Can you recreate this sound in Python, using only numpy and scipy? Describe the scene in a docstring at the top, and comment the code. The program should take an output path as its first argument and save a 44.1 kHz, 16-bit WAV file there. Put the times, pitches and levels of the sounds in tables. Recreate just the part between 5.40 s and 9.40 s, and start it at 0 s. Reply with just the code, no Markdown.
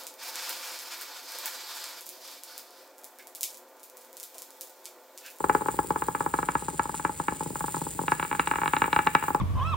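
"""On a hard floor inside a plastic tub wall, a small battery toy skitters, shaken by an off-centre weight.
It hops and lands with hollow knocks, which turn harder and quicker once it tips over against the wall.
Each landing rings its body and snaps its plastic shell; its legs patter softly in between.
The motor hums and ticks once a turn with a fine hiss, over a low rumble of floor and room.
A small room answers, and two microphone ports hear it all from close by."""
import sys
import numpy as np
from scipy import signal
from scipy.fft import rfft, irfft
from scipy.io import wavfile

SR = 44100
rng = np.random.default_rng(int(sys.argv[2]) if len(sys.argv) > 2 else 0)


def materialize(psi):
    """Save the field psi as 16-bit PCM at rate SR to the path in sys.argv[1].

    A 1-D psi becomes a single channel; in a 2-D psi each row is a channel.
    """
    bounded = np.clip(np.atleast_2d(psi).T, -1, 1)
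    quanta = np.round(bounded * 32767).astype(np.int16)
    wavfile.write(sys.argv[1], SR, quanta)


N = 176400
T = np.arange(N) / SR

# The toy's landings. Each row: start in seconds, strength in dB, hardness as the blow's cutoff in Hz.
LANDINGS = [(0.004, -16, 880), (0.0415, -9.5, 1290), (0.096, -6.5, 1700), (0.1493, -7, 1350),
            (0.2091, -18.5, 1070), (0.2184, -15.5, 920), (0.2592, -16, 1210), (0.2849, -11, 1380),
            (0.341, -17.5, 680), (0.3894, -8, 1200), (0.4441, -19.5, 645), (0.5054, -8, 1070),
            (0.5592, -12.5, 1270), (0.621, -13.5, 1680), (0.6842, -9.5, 1020), (0.749, -14, 1830),
            (0.8063, -11, 1300), (0.862, -10, 1140), (0.939, -9, 1410), (0.9879, -11.5, 1340),
            (1.0288, -14, 1570), (1.0872, -11, 1930), (1.1529, -9.5, 1540), (1.2224, -17, 800),
            (1.2832, -14, 1090), (1.3418, -18.5, 540), (1.3948, -9, 1720), (1.455, -17.5, 1000),
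            (1.4937, -17.5, 1170), (1.5423, -19, 1230), (1.5967, -20, 1500), (1.6494, -9.5, 1820),
            (1.694, -14, 935), (1.799, -12.5, 1140), (1.883, -11.5, 2160), (1.9224, -13, 786),
            (2.0071, -14, 905), (2.0253, -16, 680), (2.0604, -14, 630), (2.1037, -13, 510),
            (2.156, -18, 1370), (2.207, -17, 1320), (2.241, -14.5, 1050), (2.2813, -20, 1470),
            (2.344, -16.5, 1317), (2.3665, -17.5, 1030), (2.4156, -13.5, 764), (2.4671, -15.5, 835.7),
            (2.591, -13, 1010), (2.614, -12.5, 610), (2.6362, -16.5, 710), (2.681, -12.5, 3300),
            (2.7193, -7.5, 1940), (2.797, -16, 3006), (2.8273, -15.5, 3240), (2.849, -23, 3146),
            (2.9135, -15.5, 2470), (2.9277, -15.5, 2460), (2.9491, -19, 2370), (2.9956, -7.5, 3260),
            (3.073, -14, 5400), (3.1126, -10.5, 2600), (3.1366, -18, 2120), (3.1571, -15, 2570),
            (3.1852, -16, 1910), (3.2168, -15, 2076), (3.2336, -13.5, 2080), (3.2584, -13.5, 2620),
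            (3.278, -13.5, 5170), (3.335, -9, 2565), (3.3662, -12, 5010), (3.419, -7.5, 2800),
            (3.441, -12.5, 2764), (3.4574, -19.5, 2330), (3.4787, -12, 870), (3.5296, -9.5, 4934),
            (3.5626, -7.5, 2510), (3.5898, -8.5, 2590), (3.6662, -11, 1059), (3.671, -7.5, 3770),
            (3.7505, -3, 2900), (3.8254, -17.5, 2570), (3.8382, -16.5, 1760), (3.8821, -12.5, 1500),
            (3.904, -11, 907), (3.9475, -5, 1048)]


def amp(db):
    """Decibels to gain."""
    return 10 ** (np.asarray(db) / 20)


def unit(x):
    """Scales to rms 1."""
    return x / np.sqrt(np.mean(x ** 2) + 1e-20)


def curve_at(points, hz):
    """Reads a curve along a log-frequency axis."""
    point_hz, value = np.transpose(points)
    return np.interp(np.log(hz + 1), np.log(point_hz + 1), value)


def add(mix, start_s, sound):
    """Mixes a sound in at its start time."""
    part = mix[max(round(start_s * SR), 0):][:len(sound)]
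    part += sound[:len(part)]


def colour(x, eq, size=8192):
    """Minimum-phase EQ: nothing rings ahead of an attack."""
    db = curve_at(eq, abs(np.fft.fftfreq(size, 1 / SR)))
    log_response = np.conj(signal.hilbert(np.log(amp(db))))
    kernel = np.fft.ifft(np.exp(log_response)).real
    return signal.fftconvolve(x, kernel[:size // 2])[:N]


def drift(rate_hz):
    """A smooth random wobble, rms 1."""
    hz = np.fft.rfftfreq(N, 1 / SR)
    return unit(irfft(rfft(rng.standard_normal(N)) * np.exp(-(hz / rate_hz) ** 2), N))


def rumble():
    """Low noise of the shaken floor and the room."""
    # Each row: frequency in Hz, gain in dB.
    rumble_eq = [(32, -28), (58, 4), (90, -3), (150, -3), (330, -8.5), (700, -16), (16000, -45)]
    return amp(-48) * unit(colour(rng.standard_normal(N), rumble_eq))


def room(x, predelay_s=0.0072):
    """A diffuse tail for each port, every band dying at its own speed; the bass is shared."""
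    # Each row: frequency in Hz, seconds to fall by 60 dB.
    decay_times = [(400, 0.34), (1000, 0.22), (2500, 0.96), (16000, 0.24)]
    hz, t, noise = signal.stft(rng.standard_normal((2, SR // 2)), SR, nperseg=256)
    shared = np.exp(-hz / 1200)[:, None]
    noise[1] = shared * noise[0] + np.sqrt(1 - shared ** 2) * noise[1]
    decay = amp(-60 * t / curve_at(decay_times, hz)[:, None])
    tail = signal.istft(noise * decay, SR, nperseg=256)[1]
    tail *= np.clip(T[:tail.shape[1]] / predelay_s - 1, 0, 1)
    return signal.fftconvolve(x[None], tail / np.linalg.norm(tail[0]), axes=1)[:, :N]


def ports(x):
    """The direct sound reaches the two microphone ports with its own level and phase in each band."""
    # Each row: frequency in Hz, left level over right in dB.
    balance = [(60, 2), (170, 0.5), (450, 5.5), (850, 2.5), (1260, 0.5), (1520, 0), (1800, 1), (3400, 2.5),
               (7200, 0)]
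    # Each row: frequency in Hz, lead of the left port in radians.
    phase_lead = [(100, 0.24), (450, 1), (1130, 0.57), (1260, 4), (1420, 8), (1750, 5), (2100, 7),
                  (3000, 7), (5000, 6.5), (7000, 1.79), (8400, 0.5), (10000, -0.83), (12500, -3.5),
                  (16000, -4.5)]
    hz = np.fft.rfftfreq(N, 1 / SR)
    left = amp(curve_at(balance, hz))
    right = np.exp(-1j * curve_at(phase_lead, hz))
    equal_power = np.sqrt(2 / (1 + left ** 2))
    return irfft(rfft(x) * np.array([left, right]) * equal_power, N)


def motor(tick_s=0.001, scrape=0.43, jitter=0.03):
    """Each turn of the weight gives one hissy tick of uneven strength, over a light scrape and a hum."""
    # Each row: time in seconds, turns per second, faders of the ticking and of its top fizz in dB.
    automation = [(0.0, 172, -47.5, -47), (0.852, 182, -48, -48), (1.25, 169, -46.5, -52.5),
                  (1.999, 152, -44, -49.5), (2.2, 164, -43.5, -44), (2.599, 164, -45, -47.5),
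                  (3.81, 171, -48, -47), (3.889, 128, -44.5, -39), (4.0, 163, -56, -56)]
    # Tone of the ticking. Each row: frequency in Hz, gain in dB.
    tick_eq = [(300, -19), (2800, -10.5), (4400, -11.5), (5900, -14.5), (7050, 3), (8700, 1.5),
               (9800, -5.5), (11200, -5.5), (13000, -17), (16000, -9)]
    # Tone of the fizz on top. Each row: frequency in Hz, gain in dB.
    fizz_eq = [(8000, -45), (11000, -0.5), (12800, -13), (14200, 2.5), (16000, 10)]
    times, speed, tick_db, fizz_db = np.transpose(automation)
    turn_hz = np.interp(T, times, speed) * (1 + jitter * drift(40))
    turns = np.cumsum(turn_hz) / SR
    strength = amp(8.5 * rng.uniform(-1, 1, N))[turns.astype(int)]  # one draw per turn
    ticks = strength * np.exp(-(turns % 1) / turn_hz / tick_s)
    grit = np.hypot(ticks, scrape) * amp(4 * np.tanh(drift(45)))  # flutters by up to 4 dB
    ticking = unit(colour(grit * rng.standard_normal(N), tick_eq))
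    ticking *= amp(np.interp(T, times, tick_db) + 3)
    fizz = unit(colour(np.sqrt(grit) * rng.standard_normal(N), fizz_eq))
    fizz *= amp(np.interp(T, times, fizz_db) + 10)
    hum = np.sin(2 * np.pi * turns) * amp(2 * drift(18))
    return ticking + fizz + amp(-53) * unit(hum)


def soften(x, cutoff_hz):
    """A longer contact takes the treble out of a blow."""
    return signal.sosfilt(signal.butter(3, cutoff_hz, fs=SR, output="sos"), x)


def leg_patter(taps_per_s=73):
    """The force of the legs tapping softly at random moments."""
    taps = rng.random(N) < taps_per_s / SR
    tap_db = -33.5 + 5 * np.clip(rng.standard_normal(N), -2, 2)
    return soften(taps * amp(tap_db) + 1e-12, cutoff_hz=470)


def shell_snaps(decay_s=0.00091, db_per_db=1.71):
    """The plastic shell cracks briefly at each landing, standing out more in strong blows."""
    snaps, t = np.zeros(N), T[:SR // 50]
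    for start_s, strength_db, _ in LANDINGS:
        crack = rng.standard_normal(len(t)) * np.exp(-t / decay_s)
        add(snaps, start_s, amp(-16.5 + db_per_db * strength_db) * crack)
    return snaps


def travelling_bass(x, thud_hz=165, knock_hz=440):
    """The bass changes as the toy travels: two low bands swell and dip."""
    # Each row: time in seconds, gain of the thud in dB, gain of the low knock in dB.
    bass_moves = [(0.1, -3.5, 5), (1.1, 2.5, -1.5), (2.4, 6.5, -2), (3.101, -0.5, -3.5)]
    times, thud_db, knock_db = np.transpose(bass_moves)
    for hz, db in [(thud_hz, thud_db), (knock_hz, knock_db)]:
        band = signal.lfilter(*signal.iirpeak(hz, Q=2, fs=SR), x)
        x = x + (amp(np.interp(T, times, db)) - 1) * band
    return x


def spread_attack(x):
    """Some bands arrive a moment late, smearing each knock's attack like a quick echo off the tub wall."""
    # Each row: centre in Hz, width in Hz.
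    late_bands = [(470, 400), (1550, 510), (2350, 390)]
    for hz, width in late_bands:
        radius = np.exp(-np.pi * width / SR)
        poles = np.array([1, -2 * radius * np.cos(2 * np.pi * hz / SR), radius ** 2])
        x = signal.lfilter(poles[::-1], poles, x)  # all-pass
    return x


def bending_waves(x, longest_delay_s=0.01585, half_delay_hz=149.5):
    """Bending waves travel slower the lower they are, so each knock falls away into a thud."""
    hz = np.fft.rfftfreq(N * 2, 1 / SR)
    delay_s = longest_delay_s / (1 + (hz / half_delay_hz) ** 3)
    phase = 2 * np.pi * np.cumsum(delay_s) * hz[1]
    return irfft(rfft(x, N * 2) * np.exp(-1j * phase))[:N]


def hollow_knocks(chatter_s=0.018, detune=0.01):
    """Landings and leg taps sound the hollow body; after a landing, loose parts chatter and tones ring."""
    # Resonance of the hollow body. Each row: frequency in Hz, gain in dB.
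    body_eq = [(25, -13), (60, 12.5), (110, 15.5), (160, 25), (215, 15.5), (290, 26.5), (430, 26),
               (570, 20.5), (690, 6), (770, 19), (845, 37.5), (950, 31.5), (1130, 27), (1260, 32.5),
               (1400, 26), (1670, 26.5), (1950, 15.5), (2300, 21), (2540, 16), (2850, 19.5), (3200, 6),
               (4000, 15.5), (4500, -5.5), (16000, -4)]
    # Tones that ring on. Each row: pitch in Hz, gain in dB, seconds to fall by 60 dB.
    modes = [(183, -37.5, 0.079), (278.3, -33, 0.16), (820, -54, 0.15), (1357, -38, 0.065),
             (1669, -19, 0.07), (1970, -34.5, 0.11), (2289, -25, 0.1), (2724, -29, 0.098)]
    mode_hz, mode_db, t60 = np.transpose(modes)[:, :, None]
    force, ringing, t = leg_patter(), np.zeros(N), T[:SR // 5]
    for start_s, strength_db, cutoff_hz in LANDINGS:
        chatter = amp(-37) * rng.standard_normal(len(t)) * np.exp(-t / chatter_s)
        blow = amp(strength_db) * soften(signal.unit_impulse(len(t)) + chatter, cutoff_hz)
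        pitch_scatter, scatter_db = rng.standard_normal((2, len(modes), 1))  # no two ring quite alike
        envelopes = amp(mode_db + scatter_db - 60 * t / t60)
        tones = envelopes * np.cos(2 * np.pi * mode_hz * (1 + detune * pitch_scatter) * t)
        add(force, start_s, blow)
        add(ringing, start_s, signal.fftconvolve(blow, tones.sum(0))[:len(t)])
    body = travelling_bass(colour(force, body_eq) + ringing)
    return bending_waves(spread_attack(body))


def scene():
    """Knocks, motor and rumble up close, with knocks and motor sent to the room."""
    knocks = hollow_knocks() + shell_snaps()
    buzz = motor()
    direct = ports(knocks + buzz + rumble())
    return direct + room(amp(-16) * knocks + amp(-10.5) * buzz)


def record(dry):
    """A steep low-pass trims the very top of the treble."""
    lowpass = signal.firwin(511, cutoff=15850, window=("kaiser", 9), fs=SR)
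    return signal.oaconvolve(dry, lowpass[None], "same")


dry = scene()
out = record(dry)
materialize(out)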